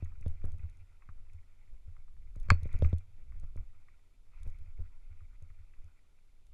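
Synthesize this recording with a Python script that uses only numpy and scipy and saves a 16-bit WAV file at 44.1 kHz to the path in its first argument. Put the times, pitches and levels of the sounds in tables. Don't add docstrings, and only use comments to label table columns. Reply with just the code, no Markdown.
import sys
import numpy as np
from scipy import signal
from scipy.fft import rfft, irfft, next_fast_len
from scipy.io import wavfile
from scipy.ndimage import uniform_filter1d

SR = 44100
rng = np.random.default_rng(int(sys.argv[2]) if len(sys.argv) > 2 else 0)


def put_to_file(sound):
    columns = np.atleast_2d(sound).T
    safe = np.clip(columns, -1, 1)
    whole_steps = np.round(safe * 32767)
    wavfile.write(sys.argv[1], SR, whole_steps.astype(np.int16))


N = 287973
T = np.arange(N) / SR

# (frequency [Hz], level [dB])
HISS_COLOUR = [(100, 16), (300, 15.5), (800, 7.5), (1700, 1), (3000, 3.5), (5000, 0), (6800, -1.5),
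               (7200, 0.5), (7700, -2.5), (10500, -2.5), (12500, -5), (13300, -24.5), (16000, -24)]
# (time [s], wind buffeting [dB], trembling of the mount [dB])
RIDE = [(0, -39.5, -60), (.6, -44.5, -49), (.9, -55.5, -69.5), (1.25, -45.5, -67.5), (1.55, -51.5, -71),
        (2.05, -43, -73), (2.4, -43.5, -73.5), (2.6, -38, -52), (2.85, -36, -42), (3.06, -53.5, -60),
        (3.36, -38.5, -62.5), (3.75, -45, -65.5), (4.1, -59.5, -76.5), (4.5, -39.5, -65.5), (5.1, -45, -74),
        (5.75, -51, -74), (6.02, -58.5, -79), (6.53, -52, -73)]
# (time [s], flutter level [dB], half length [s])
GUSTS = [(0.295, -65.5, 0.055), (0.469, -61.5, 0.038), (0.546, -63.5, 0.011), (1.176, -76, 0.067),
         (1.731, -75.5, .035), (2.408, -69, 0.034), (2.517, -58.5, .02), (2.751, -59, 0.018),
         (2.865, -59.5, 0.032), (3.197, -75.5, 0.038), (3.437, -62, 0.012), (3.6, -69.5, 0.035),
         (4.475, -63, 0.026), (4.804, -65.5, 0.023), (5.797, -75.5, 0.021)]
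# (frequency [Hz], level [dB])
WIND_COLOUR = [(5, -7), (13, 3.5), (20, -3), (35, -14), (55, -21), (100, -34.5), (200, -52), (500, -68),
               (1500, -91.5)]
GUST_COLOUR = [(90, -10.5), (170, 9.5), (300, -2.5), (500, -5), (800, -8.5), (1050, -14), (2500, -23),
               (6000, -73)]
SHAKE_COLOUR = [(30, -17), (65, -5.5), (85, 11.5), (120, -11.5), (170, -22), (300, -33.5), (600, -40),
                (1000, -53.5), (3000, -77.5)]
# (time [s], crunch level [dB])
GROUND = [(0, -76.5), (.3, -80), (.62, -77), (.85, -83.5), (1.3, -81), (2.38, -85.5), (2.5, -75),
          (2.76, -69), (2.9, -68), (3.04, -83), (3.42, -78.5), (3.6, -83.5), (3.98, -81), (4.18, -88),
          (4.4, -73), (4.76, -79), (5.05, -81), (5.65, -81), (6.25, -88), (6.53, -89.5)]
# (frequency [Hz], level [dB])
TYRE_COLOUR = [(150, -10), (500, -10), (900, -1), (1150, -2.5), (1370, 4), (1700, -8.5), (2020, 2.5),
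               (2350, 4.5), (2650, -2.5), (2850, -15.5), (3600, -18.5), (6000, -28), (12000, -47.5)]
# (time [s], level [dB], pitch [Hz])
SLAPS = [(0.0569, -55.5, 2220), (0.1185, -58.5, 1300), (0.225, -54.5, 2010), (0.299, -62.5, 1290),
         (0.416, -59, 1940), (0.4478, -52.5, 1400), (0.595, -58, 2180), (0.69, -62, 2310),
         (1.0216, -54, 1540), (1.0898, -48, 1320), (1.2972, -60, 2630), (1.966, -57.5, 1360),
         (2.0804, -62.5, 1350), (2.1666, -65, 1240), (2.354, -59.5, 1490), (2.463, -61, 1370),
         (2.6894, -52.5, 1930), (2.721, -59, 1750), (2.7399, -47.5, 1830), (2.8452, -39, 1840),
         (2.9073, -58, 2240), (3.3204, -57.5, 1360), (3.439, -61, 1473), (3.574, -53.5, 1500),
         (3.8838, -55, 1840), (4.3345, -62.5, 1280), (4.424, -63, 1204), (4.659, -66.5, 2370),
         (5.2048, -59.5, 1300), (5.501, -60, 1400), (5.7363, -58, 2360), (5.9896, -66, 2270)]
# (time [s], level [dB])
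TICKS = [(0.046, -59), (0.211, -58), (0.2803, -52.5), (0.4538, -55), (0.5194, -56.5), (0.5837, -63.5),
         (0.6976, -62.5), (0.771, -65.5), (1.3336, -62), (2.359, -57.5), (2.3997, -55), (2.4306, -60),
         (2.459, -66), (2.5414, -56.5), (2.6325, -51.5), (2.676, -64), (2.729, -54), (2.789, -54),
         (2.834, -58), (2.8968, -60), (2.9377, -62.5), (2.9835, -53), (3.3985, -59), (3.566, -60),
         (4.4321, -53.5), (4.4754, -59), (4.501, -63), (4.5872, -61), (5.4241, -60.5), (5.8436, -65),
         (6.4679, -63)]
# (frequency [Hz], level [dB])
SLAP_COLOUR = [(300, -16), (750, -6.5), (1250, 3), (1650, -6.5), (2000, 1), (2550, 2), (2900, -15.5),
               (5000, -26), (12000, -37.5)]
TICK_COLOUR = [(1000, -17), (2800, -7.5), (3600, -1), (5000, -6.5), (5800, -5), (6550, 4), (7300, -9.5),
               (8100, -2), (9000, -6), (10300, 1), (12500, -15), (15000, -28.5)]
# (time [s], level [dB])
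CRACKS = [(2.486, -38), (2.5029, 0), (2.512, -34), (2.52, -37)]
# (frequency [Hz], level [dB], 60 dB decay [s])
CASE_MODES = [(840, -28, .02), (1110, -13, .022), (1310, -7.5, 0.0067), (1653, -14, 0.017),
              (2250, -19.5, 0.024), (2590, -27.5, 0.027), (3150, -33, .015), (3450, -41, 0.028),
              (4320, -26, 0.018), (4740, -30.5, 0.019), (5430, -33.5, 0.01), (6350, -39.5, .012),
              (7200, -27, .007), (8700, -52, .005), (10300, -44, 0.0072)]
PING_MODES = [(4380, -46, .12), (4603, -50, .08), (4727, -54, .075)]
# (time [s], swing level [dB], contact time [ms])
JOLTS = [(0.024, -32.5, 2.66), (0.169, -44.5, 5.6), (0.208, -44, 3.7), (0.2622, -29, 1.9),
         (0.4413, -33.5, 1.56), (0.525, -36, 7.8), (0.63, -34, 8.6), (0.811, -50, 6.9), (1.088, -46.5, 2.9),
         (1.339, -44.5, 7.2), (1.876, -43.5, 4.7), (1.98, -52.5, 4.6), (2.363, -41, 2.45),
         (2.486, -32, 3.7), (2.503, -17, 8.7), (2.5172, -14, 2.13), (2.624, -33, 4.7), (2.6555, -32.5, 2.1),
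         (2.742, -31, 3.8), (2.794, -41, 2.4), (2.8228, -20, 1.4), (2.846, -25, 3.45),
         (2.9294, -22.5, 2.03), (3.356, -45, 8.2), (3.436, -47, 3.8), (3.559, -43.5, 1.7),
         (3.58, -41.5, 4.2), (4.401, -45.5, 8.9), (4.465, -39.5, 3.1), (4.603, -45.5, 7), (4.665, -49, 5.8),
         (4.789, -34.5, 6.5), (5.098, -46, 8.5), (5.212, -45.5, 6.1), (5.421, -44.5, 3.7), (5.50, -51, 5),
         (5.587, -47.5, 8.3), (5.838, -48, 7)]
# (frequency [Hz], level [dB], 60 dB decay [s])
MOUNT_MODES = [(82, 4, 0.17), (114, -18.5, 0.015), (30.4, -15.5, .13)]
# (frequency [Hz], level [dB])
CLUNK_COLOUR = [(90, -19.5), (170, -3), (350, -0.5), (600, -3.5), (750, -20), (950, -17.5), (1500, -28.5),
                (2400, -31.5), (2900, -38), (3550, -30), (4300, -42), (7000, -52), (12000, -68)]

WHINE_HZ, TOP_HZ = 3596, 15500
GUST_PRESSURE_DB = 35
LOAD_RISE_S, LOAD_FALL_S = .057, .065
LOAD_GROWTH = .6
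LOAD_WIND_DB, LOAD_SHAKE_DB, LOAD_CRUNCH_DB = -21, -26.5, -62
GRIT_DB, GRIT_FROM_DB, GRIT_GROWTH = -83.5, -68, 1.2
CLUNK_DB, CLUNK_DB_PER_DOUBLING = 15, -7.5


def undb(db):
    return 10 ** (np.asarray(db) / 20)


def unit(x):
    return x / np.sqrt(np.mean(x ** 2))


def curve(table, axis=1):
    rows = np.array(table)
    return np.interp(T, rows[:, 0], rows[:, axis])


def fade(t, t60):
    return np.exp(-np.log(1000) * t / t60)


def swell(s, db, half):
    return undb(db) * np.exp(-((T - s) / half) ** 2)


def add(track, s, sound):
    start = max(int(s * SR), 0)
    part = track[start:start + len(sound)]
    part += sound[:len(part)]


def band(x, low_hz, high_hz):
    edges = [low_hz, min(high_hz, SR / 2 - 1)]
    return signal.sosfilt(signal.butter(2, edges, "band", fs=SR, output="sos"), x)


def colour(x, points):
    size = 2 * next_fast_len(N // 2 + SR)
    hz, db = np.transpose(points)
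    bin_hz = np.arange(size // 2 + 1) * SR / size
    gain = unit(undb(np.interp(np.log(bin_hz + 1), np.log(hz), db)))
    cepstrum = irfft(np.log(gain))[:size // 2]
    cepstrum[0] /= 2
    response = np.exp(rfft(2 * cepstrum, size))
    return irfft(rfft(x, size) * response)[:N]


def noise(points):
    return unit(colour(rng.standard_normal(N), points))


def steady(x, size):
    power = uniform_filter1d(uniform_filter1d(x ** 2, size), size)
    return x / np.sqrt(power + 1e-9)


def walk(rate):
    k = int(SR / rate)
    steps = np.repeat(rng.standard_normal(N // k + 1), k)
    return unit(uniform_filter1d(uniform_filter1d(steps, k), k)[:N])


def grains(rate, spread_db):
    hit = rng.random(N) < rate / SR
    strength = rng.standard_normal(N)
    return unit(hit * strength * undb(spread_db * np.minimum(rng.exponential(size=N), 4)))


def blow(t60, edge_db, tail_db, tail_t60):
    t = T[:SR // 4]
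    envelope = fade(t, t60) + undb(tail_db) * fade(t, tail_t60)
    force = unit(envelope * rng.standard_normal(len(t)))
    force[0] = -undb(edge_db) * np.sqrt(len(t))
    return force / np.linalg.norm(force)


def bursts(events, t60, edge_db, tail_db, tail_t60):
    out = np.zeros(N)
    for s, db in events:
        add(out, s, undb(db) * blow(t60, edge_db, tail_db, tail_t60))
    return out


def modes(table, t):
    ring = np.zeros(len(t))
    for k, (hz, db, t60) in enumerate(table):
        ring += (-1) ** (k + 1) * undb(db) * np.sin(2 * np.pi * hz * t) * fade(t, t60)
    return ring


def load():
    power = np.zeros(N)
    for s, db, _ in JOLTS:
        away = np.maximum((s - T) / LOAD_RISE_S, (T - s) / LOAD_FALL_S)
        power += (undb(LOAD_GROWTH * db) * np.exp(-np.minimum(away, 20))) ** 2
    return np.sqrt(power)


def electronics():
    phase = 2 * np.pi * WHINE_HZ * T
    whine = undb(-96.0) * np.sin(phase) + undb(-97.0) * np.sin(2 * phase)
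    return undb(-79.5) * noise(HISS_COLOUR) + whine


def wind(weight):
    gusts = sum(swell(*gust) for gust in GUSTS)
    buffeting = undb(curve(RIDE, axis=1))
    lurch = undb(LOAD_WIND_DB) * weight
    gust_pressure = undb(GUST_PRESSURE_DB) * gusts
    pressure = np.sqrt(buffeting ** 2 + lurch ** 2 + gust_pressure ** 2)
    return steady(noise(WIND_COLOUR), size=3000) * pressure + noise(GUST_COLOUR) * gusts


def tremble(weight):
    unrest = undb(curve(RIDE, axis=2) + 0.5 + 2.0 * walk(rate=8))
    level = np.hypot(unrest, undb(LOAD_SHAKE_DB) * weight ** 2)
    return steady(noise(SHAKE_COLOUR), size=3000) * level


def tyres(weight):
    edges = np.geomspace(100, 12000, num=25)
    patches = np.zeros(N)
    for low_hz, high_hz in zip(edges, edges[1:]):
        scuff = band(grains(rate=1500, spread_db=2), low_hz, high_hz)
        patches += scuff * undb(3 * walk(rate=60))
    stones = grains(rate=230, spread_db=4.0)
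    texture = unit(colour(unit(patches) + undb(-7.5) * stones, TYRE_COLOUR))
    ground_db = curve(GROUND)
    pressure = np.hypot(undb(ground_db + 0.82), undb(LOAD_CRUNCH_DB) * weight)
    crunch = texture * pressure * undb(2.2 * walk(rate=50))
    grit_colour = [(1500, -10.0), (3500, 5.5), (6500, 6.5), (9000, -3), (14000, -17.5)]  # (Hz, dB)
    grit = colour(grains(rate=1500, spread_db=-1.0), grit_colour)
    spray = swell(s=2.843, db=-71.5, half=0.016)
    return crunch + grit * (undb(GRIT_DB + GRIT_GROWTH * (ground_db - GRIT_FROM_DB)) + spray)


def slaps():
    out = np.zeros(N)
    for s, db, hz in SLAPS:
        hit = blow(t60=.026, edge_db=-9.5, tail_db=-9, tail_t60=0.087)
        slap = band(hit, hz / 1.7, hz * 1.3)
        add(out, s, undb(db) * slap / np.linalg.norm(slap))
    return undb(5.5) * colour(out, SLAP_COLOUR)


def ticks():
    hits = bursts(TICKS, t60=0.0099, edge_db=-15.5, tail_db=-17.0, tail_t60=.025)
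    return undb(10.5) * colour(hits, TICK_COLOUR)


def cracks():
    rings = np.zeros(N)
    ring = modes(CASE_MODES + PING_MODES, T[:SR // 4])
    for s, db in CRACKS:
        add(rings, s, undb(db) * ring)
    rattle = colour(bursts(CRACKS, t60=0.038, edge_db=-19, tail_db=-10.5, tail_t60=0.14), SLAP_COLOUR)
    return band(rings, low_hz=300, high_hz=10300) + undb(-7.5) * band(rattle, low_hz=200, high_hz=9000)


def jolts():
    swing, clunks, t = np.zeros(N), np.zeros(N), T[:SR // 3]
    ring = sum(-undb(db) * np.cos(2 * np.pi * hz * t) * fade(t, t60) for hz, db, t60 in MOUNT_MODES)
    mount_hz = MOUNT_MODES[0][0]
    for s, db, contact_ms in JOLTS:
        push = np.sin(np.pi * np.minimum(t * 10 ** 3 / contact_ms / 2, 1)) ** 2
        push /= abs(np.sum(push * np.exp(2j * np.pi * mount_hz * t)))
        add(swing, s, undb(db) * signal.fftconvolve(push, ring)[:len(t)])
        clunk_db = db + CLUNK_DB + CLUNK_DB_PER_DOUBLING * np.log2(contact_ms)
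        clunk = blow(t60=.012 * contact_ms, edge_db=11 - 3.5 * contact_ms, tail_db=-19.5, tail_t60=0.19)
        add(clunks, s, undb(clunk_db) * clunk)
    return swing + colour(clunks, CLUNK_COLOUR)


def scene():
    weight = load()
    background = electronics() + wind(weight) + tremble(weight)
    bike = tyres(weight) + slaps() + ticks()
    return (background + bike + cracks() + jolts())[None]


def record(dry):
    return signal.sosfilt(signal.ellip(8, .2, 70, TOP_HZ, fs=SR, output="sos"), dry)


dry = scene()
out = record(dry)
put_to_file(out)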